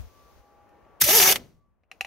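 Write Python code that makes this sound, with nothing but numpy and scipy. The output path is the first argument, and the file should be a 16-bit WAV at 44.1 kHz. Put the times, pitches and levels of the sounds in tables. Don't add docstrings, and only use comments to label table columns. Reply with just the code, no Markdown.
import sys
import numpy as np
from scipy import signal
from scipy.fft import rfft, irfft, next_fast_len
from scipy.io import wavfile
from scipy.ndimage import uniform_filter1d, map_coordinates

SR = 44100
rng = np.random.default_rng(int(sys.argv[2]) if len(sys.argv) > 2 else 0)


def unload_audio(sound):
    columns = np.transpose(np.atleast_2d(sound))
    steps = np.round(np.clip(columns, -1, 1) * 32767)
    wavfile.write(sys.argv[1], SR, steps.astype(np.int16))


N = 90978
T = np.arange(N) / SR

# time_s, level_db
AIR_FLOW = [(.998, -87.5), (1.002, -41), (1.006, -36), (1.014, -13.5), (1.021, -12), (1.027, -29),
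            (1.036, -26.5), (1.041, -17), (1.06, -25), (1.09, -18), (1.135, -18.5), (1.155, -15),
            (1.24, -17), (1.29, -17), (1.327, -17.5), (1.336, -33), (1.356, -35.5), (1.39, -61.5)]
# pitch_hz, level_db
HISS_COLOUR = [(88, -47), (150, -17), (315, -19.5), (361, -7.5), (564, -13.5), (756, -2.5), (1050, -11.5),
               (1300, -9.5), (1900, -6.5), (2700, -3.5), (4200, -8.5), (4630, -4), (6500, -3), (8150, -9.5),
               (9900, -8), (12100, 0.5), (15800, -10.5)]
SPURT_COLOUR = [(250, -29), (600, -13.5), (1230, -24), (1960, -4), (4120, -5.5), (7800, -7), (13800, 2),
                (15800, -8.5)]
# pitch_hz, likeness
LIKENESS = [(50, 0.26), (170, 1), (800, 0.81), (1500, 0.27), (2200, 0.9), (3200, 0.2), (6200, 0.65),
            (12000, 0.15)]
def exhaust(phase, spin_up_s=1.055, spin_up_length_s=0.038, puff_depth=0.22, flutter_db=0.6):
    running = np.clip((T - spin_up_s) / spin_up_length_s, 0, 1)
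    hiss = amp(1) * np.sqrt(running) * wheel_echoes(swirl(noise(HISS_COLOUR, LIKENESS)))
    spurt = amp(1.5) * np.sqrt(1 - running) * noise(SPURT_COLOUR, LIKENESS)
    puffs = unit(1 + puff_depth * np.cos(phase))
    return level(AIR_FLOW) * (hiss + spurt) * puffs * amp(flutter_db * wobble(200))


def swirl(jet, depth_db=2):
    spectrum = signal.stft(jet, nperseg=256)[2]
    patches = rng.standard_normal(spectrum.shape[1:])
    patches = uniform_filter1d(patches, size=4, axis=0)
    patches = uniform_filter1d(patches, size=7, axis=1)
    return unit(signal.istft(spectrum * amp(depth_db * unit(patches)), nperseg=256)[1][:, :N])


def wheel_echoes(jet, count=10, strength=0.7, longest_s=0.014):
    delays = rng.uniform(0, longest_s, count)
    echoes = lambda hz: sum(np.exp(-2j * np.pi * hz * delay) for delay in delays)
    return unit(filtered(jet, lambda hz: 1 + strength / np.sqrt(count) * echoes(hz)))


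# time_s, rate_hz
VANE_RATE = [(1.0, 149.9), (1.065, 293.4), (1.10, 312), (1.12, 378.6), (1.14, 435.8), (1.168, 473.1),
             (1.19, 409.1), (1.225, 374.4), (1.28, 380.3), (1.33, 393.6), (1.37, 324.9), (1.5, 220.5)]
def rotor(unsteady=0.013):
    vane_hz = np.interp(T, *np.transpose(VANE_RATE)) * (1 + unsteady * wobble(120))
    return vane_hz, 2 * np.pi * np.cumsum(vane_hz) / SR


# time_s, level_db
HUM_LEVEL = [(1.06, -49.5), (1.085, -35), (1.15, -28), (1.2, -28.5), (1.3, -30), (1.335, -44), (1.37, -66)]
HARMONICS = [-1, 0.5, -14.5, -11.5, -22]
# pitch_hz, gain_db
OUTLET_GAIN = [(100, -30.5), (300, -10), (370, -0.5), (600, 8), (780, -5.5), (950, -4)]
def motor_hum(vane_hz, phase, rough_db=3, smear_rad=0.25):
    hum = 0
    for k, db in enumerate(HARMONICS, 1):
        gain = amp(db + at_pitch(OUTLET_GAIN, k * vane_hz) + rough_db * wobble(110))
        hum += gain * np.sin(k * phase + smear_rad * wobble(150) + rng.uniform(0, 2 * np.pi))
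    return level(HUM_LEVEL) * hum


# time_s, level_db
SHRILL_LEVEL = [(1.02, -37.5), (1.105, -29), (1.135, -30.5), (1.176, -22), (1.2, -30.5), (1.285, -21.5),
                (1.297, -30.5), (1.335, -36)]
def housing_shrill(pitch_hz=5900, half_width_hz=550):
    white = noise([(1, 0)], [(1, 0.65)])
    band = filtered(white, lambda hz: 1 / (1 + ((hz - pitch_hz) / half_width_hz) ** 2))
    return level(SHRILL_LEVEL) * unit(band)


# pitch_hz, level_db
STEEL_NOTES = [(1313, -4), (1590, -6.5), (1814, -3), (2020, 0.5), (3102, -2.5), (3521, 0), (4020, -1),
               (4566, -1.5), (5404, -1), (5907, 2), (6164, 3.5), (9421, -9), (11662, 1), (12200, -1)]
def steel_ring(t):
    decay = fade(t, 0.048) + amp(-33) * fade(t, 0.4)
    return decay * sum(amp(db) * np.sin(2 * np.pi * hz * t + rng.normal(0, 1.0, (2, 1)))
                       for hz, db in STEEL_NOTES)


def hammer_rattle(knocks_per_s=260, scatter_db=6, gain_db=-10.5):
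    knocks = (rng.random(N) < knocks_per_s / SR) * amp(scatter_db * rng.standard_normal(N))
    driven = unit(knocks) * level(AIR_FLOW)
    return amp(gain_db) * ring_through(driven[None], steel_ring(T[:SR // 2]))


# start_s, level_db
HARD_BLOWS = [(1.0873, -19.5), (1.108, -18), (1.2001, -13.5), (1.2266, -12), (1.2869, -17.5),
              (1.323, -15.5), (1.358, -19.5)]
# pitch_hz, level_db
CLACK_COLOUR = [(200, -13.5), (700, -3), (1400, -6), (3000, 0.5), (4500, -8.5), (15800, -15)]
def hammer_blows(fade_s=0.042, ring_db=-10.5):
    out = 0
    for start_s, db in HARD_BLOWS:
        clack = fade(T - start_s, fade_s) * noise(CLACK_COLOUR, LIKENESS)
        ring = amp(ring_db) * steel_ring(T - start_s) / np.sqrt(len(STEEL_NOTES))
        out += amp(db) * (clack + ring)
    return out


# pitch_hz, level_db
COAST_COLOUR = [(60, -7), (260, -1.5), (500, -3.5), (900, -15.5), (6500, -22.5), (8000, -32.5),
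                (16000, -29.5)]
def coast(phase, release_s=1.341, start_db=-39.5, fall_db_per_s=152.5, pulse_depth=0.64):
    t = T - release_s
    dying = (t > 0) * amp(start_db - fall_db_per_s * np.abs(t))
    return dying * noise(COAST_COLOUR, LIKENESS) * unit(1 + pulse_depth * np.cos(phase))


# time_s, level_db
SHAKE_LEVEL = [(1.012, -61.5), (1.021, -36), (1.05, -41), (1.12, -57.5), (1.23, -50.5), (1.36, -48.5),
               (1.45, -55.5), (1.6, -71)]
# pitch_hz, level_db
SHAKE_COLOUR = [(25, -23.5), (85, -3), (160, -8.5), (300, -13.5), (700, -44)]
def shudder():
    return level(SHAKE_LEVEL) * noise(SHAKE_COLOUR, LIKENESS)


# start_s, level_db, brightness_db_per_octave, ring_db
CONTACTS = [(.69, -61, 7, -12), (.848, -58, -4, -3), (1.834, -60, -7, -4), (1.9141, -31, -.5, 1),
            (2.0085, -17.5, 1, 4), (2.047, -25.5, -1, 0)]
# pitch_hz, level_db, fade_s
SOCKET_NOTES = [(777, -17.5, 0.072), (1198, -21.5, 0.031), (1935, -9, .02), (2630, 0.5, 0.014),
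                (2520, -22, 0.075), (4030, -20, 0.039), (5750, -23.5, 0.03), (6940, -33.5, 0.07),
                (9400, -46, .2)]
# pitch_hz, level_db
CRACK_COLOUR = [(150, -24.5), (700, 1.5), (1000, -11), (2000, -2), (2700, 8), (3300, -10.5), (6000, -11.5),
                (8000, -21.5), (12000, -17), (16000, -31)]
def socket_clicks(contact_s=0.0009):
    out = np.zeros((2, N))
    for start_s, db, brightness, ring_db in CONTACTS:
        t = T - start_s
        ring = sum(amp(note_db + rng.standard_normal()) * fade(t, fade_s) * np.sin(2 * np.pi * hz * t)
                   for hz, note_db, fade_s in SOCKET_NOTES)
        decay = amp(-6.5) * fade(t, 0.021) + amp(-19) * fade(t, 0.11)
        crack = noise(CRACK_COLOUR, LIKENESS) * decay
        attack = 1 - np.exp(-(t / contact_s) ** 2)
        click = attack * (crack + amp(ring_db) * ring)
        out += amp(db) * filtered(click, lambda hz: amp(brightness * np.log2((hz + 500) / 3000)))
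    return out


# pitch_hz, fade_s, level_db
YARD_ECHO = [(212, 1.2, -20), (477, 0.24, -29), (3500, 0.26, -31.5), (14000, 0.13, -36)]
def yard_echo(sound):
    rows = np.array(YARD_ECHO)
    hz, t, spectrum = signal.stft(rng.standard_normal((2, SR)), SR, nperseg=256)
    fade_s = at_pitch(rows[:, :2], hz)[:, None]
    tail = signal.istft(spectrum * fade(t, fade_s), SR, nperseg=256)[1]
    return filtered(ring_through(sound, tail), lambda f: amp(at_pitch(rows[:, ::2], f)))


# time_s, wind_db, wash_db, hiss_db
BACKGROUND_LEVELS = [(0, -29, -57, -60), (.1, -64.5, -61.5, -65.5), (.39, -57, -60.5, -67),
                     (.43, -75, -63.5, -72.5), (0.652, -66, -60.5, -78), (.98, -70, -58.5, -80),
                     (1.4, -71.5, -71, -89), (1.62, -70, -80, -100), (1.88, -72.5, -79.5, -115),
                     (1.93, -70, -65, -73), (2.06, -60.5, -68, -81)]
# pitch_hz, level_db
WIND_COLOUR = [(20, -15.5), (54, 7.5), (97, 3), (130, -14.5), (200, -17), (400, -47.5)]
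WASH_COLOUR = [(60, -17.5), (120, -9.5), (555, -2), (1320, -11), (2800, -24), (5500, -47.5)]
THIN_HISS_COLOUR = [(1060, -33.5), (1800, -3.5), (6540, -3), (7640, -14), (8830, -12.5), (15800, -6.5)]
def background(gust_db=3):
    times, *columns = np.transpose(BACKGROUND_LEVELS)
    wind_db, wash_db, hiss_db = [np.interp(T, times, column) for column in columns]
    wind = amp(wind_db + gust_db * wobble(24)) * noise(WIND_COLOUR, [(1, -0.2)])
    wash = amp(wash_db) * noise(WASH_COLOUR, [(1, 0.58)])
    hiss = amp(hiss_db) * noise(THIN_HISS_COLOUR, [(1, 0.16)])
    return (wind + wash + hiss) * lean_left(3.5)


# middle_s, half_length_s, pitch_hz, level_db
FAR_TONES = [(.22, 0.14, 1155, -59.5), (.55, 0.17, 1159, -65.5), (.62, 0.25, 819.3, -60),
             (.77, 0.1, 1806, -72), (.92, 0.15, 1146, -64), (1.63, .1, 1150, -74)]
def far_tones(waver_db=1):
    out = 0
    for middle_s, half_length_s, hz, db in FAR_TONES:
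        swell = np.exp(-((T - middle_s) / half_length_s) ** 2)
        out += amp(db + waver_db * wobble(25)) * swell * np.sin(2 * np.pi * hz * T)
    return out


def amp(db):
    return 10 ** (np.asarray(db) / 20)


def unit(x):
    return x / np.sqrt(np.mean(x ** 2) + 1e-20)


def at_pitch(rows, hz):
    pitches, values = np.transpose(rows)
    return np.interp(np.log(hz + 1), np.log(pitches + 1), values)


def level(rows):
    return amp(np.interp(T, *np.transpose(rows), left=-np.inf, right=-np.inf))


def fade(t, fade_s):
    return (t >= 0) * np.exp(-np.log(1000) * np.abs(t) / fade_s)


def wobble(points_per_s):
    return map_coordinates(rng.standard_normal(2048), [T * points_per_s], mode="wrap")


def lean_left(db):
    return amp(db * np.array([[0.5], [-0.5]]))


def filtered(x, response):
    size = next_fast_len(N + SR // 2)
    return irfft(rfft(x, size) * response(np.fft.rfftfreq(size, 1 / SR)), size)[..., :N]


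def ring_through(x, tail):
    return signal.fftconvolve(x, tail / np.linalg.norm(tail[0]), axes=1)[:, :N]


def noise(colour, likeness):
    def shape(hz):
        spread = np.arccos(np.clip(at_pitch(likeness, hz), -1, 1)) / 2
        return amp(at_pitch(colour, hz)) * [np.cos(spread), np.sin(spread)]
    mid, side = filtered(rng.standard_normal((2, N)), shape)
    return unit(np.array([mid + side, mid - side]))


# pitch_hz, extra_db
LEFT_EXTRA = [(500, 2), (2000, 2), (7000, 0.3)]
def scene():
    vane_hz, phase = rotor()
    wrench = shudder() + exhaust(phase) + motor_hum(vane_hz, phase) + housing_shrill()
    wrench = wrench + hammer_rattle() + hammer_blows() + coast(phase) + socket_clicks()
    wrench = filtered(wrench, lambda hz: lean_left(at_pitch(LEFT_EXTRA, hz)))
    return wrench + yard_echo(wrench) + background() + far_tones()


def record(dry, top_hz=15850):
    rounded = dry / (1 + dry ** 6) ** (1 / 6)
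    return filtered(rounded, lambda hz: np.clip((top_hz - hz) / 300 + 0.5, 0, 1) ** 2)


dry = scene()
out = record(dry)
unload_audio(out)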